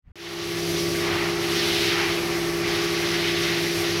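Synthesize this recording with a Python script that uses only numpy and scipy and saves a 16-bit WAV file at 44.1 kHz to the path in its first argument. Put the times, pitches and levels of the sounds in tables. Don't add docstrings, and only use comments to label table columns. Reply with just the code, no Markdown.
import sys
import numpy as np
from scipy import signal
from scipy.fft import rfft, irfft
from scipy.io import wavfile
from scipy.ndimage import uniform_filter1d

SR = 44100
rng = np.random.default_rng(int(sys.argv[2]) if len(sys.argv) > 2 else 0)


def int16_out(signal):
    q = np.round(np.clip(np.atleast_2d(signal).T, -1, 1) * 32767)
    wavfile.write(sys.argv[1], SR, q.astype(np.int16))


N = 176400


def undb(db):
    return 10 ** (np.asarray(db) / 20)


def unit(x):
    return x / np.sqrt(np.mean(x ** 2))


def wander(per_s):
    hold = max(int(SR / per_s), 1)
    steps = np.repeat(rng.standard_normal(N)[:N // hold + 1], hold)
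    return 1.31 * uniform_filter1d(uniform_filter1d(steps, hold), hold)[:N]


def equalise(x, curve):
    freq_hz, gain_db = np.array(curve).T
    bins_hz = np.arange(N // 2 + 1) * SR / N
    return irfft(rfft(x) * undb(np.interp(np.log(bins_hz + 1), np.log(freq_hz), gain_db)), N)


def unit_band(x, low_hz, high_hz):
    bins_hz = np.arange(N // 2 + 1) * SR / N
    crossover = 1 / (1 + (low_hz / (bins_hz + 1)) ** 12) / (1 + (bins_hz / high_hz) ** 12)
    bandpass = signal.butter(5, [low_hz, high_hz], "bandpass", fs=SR, output="sos")
    return irfft(rfft(x) * crossover, N) / np.std(signal.sosfilt(bandpass, x))


def enclosure(x):
    t60_s, wet_db = 0.28, -11.5
    t = np.arange(SR // 2) / SR
    ring = rng.standard_normal(len(t)) * np.exp(-np.log(1000) * t / t60_s)
    return x + undb(wet_db) * signal.fftconvolve(x, ring / np.linalg.norm(ring))[:N]


def bump(t):
    # freq_hz, gain_db
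    bump_eq = [(20, -6), (45, -2), (80, -2), (150, -13.5), (300, -26.5), (700, -38), (2000, -38),
               (4000, -53), (9000, -67)]
    start_s, attack_s, end_s, release_s, level_db = 0.021, 0.058, 0.12, 0.004, -46.5
    attack = np.clip((t - start_s) / attack_s, 0, 1) ** 2
    release = np.clip((end_s - t) / release_s, 0, 1)
    return undb(level_db) * attack * release * unit(equalise(rng.standard_normal(N), bump_eq))


def fan_rumble():
    # freq_hz, gain_db
    rumble_eq = [(20, -32), (35, -19), (60, -6), (85, -2.5), (110, 1.5), (140, -0.5), (200, -3), (270, -5),
                 (350, -2), (440, -0.5), (540, -5), (700, -7.5), (1200, -37)]
    level_db, flutter_db = -36, 0.33
    air = equalise(enclosure(rng.standard_normal(N)), rumble_eq)
    return unit(air) * undb(level_db + flutter_db * wander(per_s=10.3))


def hiss(t):
    # freq_hz, gain_db
    hiss_eq = [(400, -3), (600, -1), (700, -7), (790, -2.5), (920, -5.5), (1150, -3.5), (1500, -4),
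               (2100, -0.5), (3000, -4.5), (4200, -7), (5000, -9), (5750, -9), (6300, -14.5), (7000, -19),
               (8000, -22.5), (9300, -22.5), (11000, -19.5), (13000, -23), (15700, -25)]
    edges_hz = [600, 1400, 2800, 4500, 7000, 16000]
    # time_s, low_db, mid_db, high_mid_db, presence_db
    lower_swells = [(0.25, -35, -30, -30.5, -33.5), (0.66, -40, -36.5, -36.0, -36.5),
                    (0.79, -43.5, -38.5, -35, -33), (0.99, -43, -35, -35.5, -37),
                    (1.07, -31, -30.0, -34, -36.5), (1.22, -34.5, -30, -34.5, -37),
                    (1.39, -36.5, -36.0, -38.5, -37.5), (1.6, -36.5, -30.5, -27, -31.5),
                    (1.66, -36.5, -32, -28.5, -34.0), (1.86, -38.5, -30, -26.5, -31.5),
                    (2.0, -31.5, -27, -31, -33.5), (2.25, -37.5, -34, -36, -37.5),
                    (2.59, -39, -35.0, -39.5, -37), (2.65, -36.5, -29.0, -34.5, -34.5),
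                    (2.76, -34, -32.5, -32.5, -36), (2.85, -37.5, -31.5, -33.5, -34.5),
                    (3.0, -36.5, -33, -33, -34.5), (3.39, -40, -29, -30, -35), (3.56, -40, -30.5, -32, -34),
                    (3.97, -38.5, -33, -33.5, -35.0)]
    # time_s, level_db
    treble_swells = [(0.25, -41), (0.67, -40.5), (0.75, -40), (0.97, -40), (1.03, -44.0), (1.38, -43.5),
                     (1.47, -40.0), (1.85, -37), (1.95, -42.5), (2.26, -41.5), (2.46, -43.5), (2.8, -42.5),
                     (2.93, -40), (3.22, -43.5), (3.46, -40.5), (3.55, -42), (3.64, -38), (3.73, -42),
                     (3.82, -38), (3.9, -42.5)]
    spatter_per_s, spatter_db = 2500, -12.5
    flicker_per_s, band_flicker_db, shared_flicker_db = 35, 1, 0.09
    spatter = (rng.random(N) < spatter_per_s / SR) * rng.standard_normal(N)
    spray = rng.standard_normal(N) + undb(spatter_db) * unit(spatter)
    rush = equalise(enclosure(spray), hiss_eq)
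    time_s, *lower_db = np.array(lower_swells).T
    envelopes_db = [np.interp(t, time_s, level_db) for level_db in lower_db]
    envelopes_db.append(np.interp(t, *np.array(treble_swells).T))
    shared_db = shared_flicker_db * wander(flicker_per_s)
    out = 0
    for low_hz, high_hz, envelope_db in zip(edges_hz, edges_hz[1:], envelopes_db):
        flicker_db = shared_db + band_flicker_db * wander(flicker_per_s)
        out = out + unit_band(rush, low_hz, high_hz) * undb(envelope_db + flicker_db)
    return out


def motor_hum(t):
    # pitch_hz, level_db (rms), waver (share of the amplitude)
    tones = [(40.8, -57, .3), (59.6, -60.5, .25), (75.8, -56.5, 0.28), (92.6, -49, 0.43), (99.6, -50, 0.3),
             (117.2, -52.5, 0.31), (165.8, -37, 0.13), (233.5, -50.5, 0.83), (298.5, -52.5, 0.36),
             (326.1, -43, 0.064), (342.6, -28.5, 0.019), (377, -44.5, 0.16), (408.2, -35.5, 0.17),
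             (424, -54, .4), (586, -51, 0.48), (679, -57, 0.45), (763, -51, 0.55), (1142, -48, 0.66),
             (5174.5, -60, .4)]
    drift_share, drift_per_s, waver_per_s = 0.000614, 1.944, 4.93
    hum = 0
    for pitch_hz, level_db, waver in tones:
        drift_s = drift_share * np.cumsum(wander(drift_per_s)) / SR
        cycles = pitch_hz * (t + drift_s) + rng.random()
        sway = 1 + waver * (wander(waver_per_s) + 1j * wander(waver_per_s))
        hum = hum + undb(level_db) * unit(np.real(sway * np.exp(2j * np.pi * cycles)))
    return hum


def scene():
    gate_opens_s, fade_from_s, fade_to_s = 0.156, 0.1, 0.74
    t = np.arange(N) / SR
    fade_in = (t > gate_opens_s) * np.clip((t - fade_from_s) / (fade_to_s - fade_from_s), 0, 1)
    mono = fade_in * (motor_hum(t) + fan_rumble() + hiss(t)) + bump(t)
    return np.array([mono, mono])


def record(dry):
    cutoff_hz = 15750
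    return signal.sosfilt(signal.ellip(12, .1, 90, cutoff_hz, fs=SR, output="sos"), dry)


dry = scene()
out = record(dry)
int16_out(out)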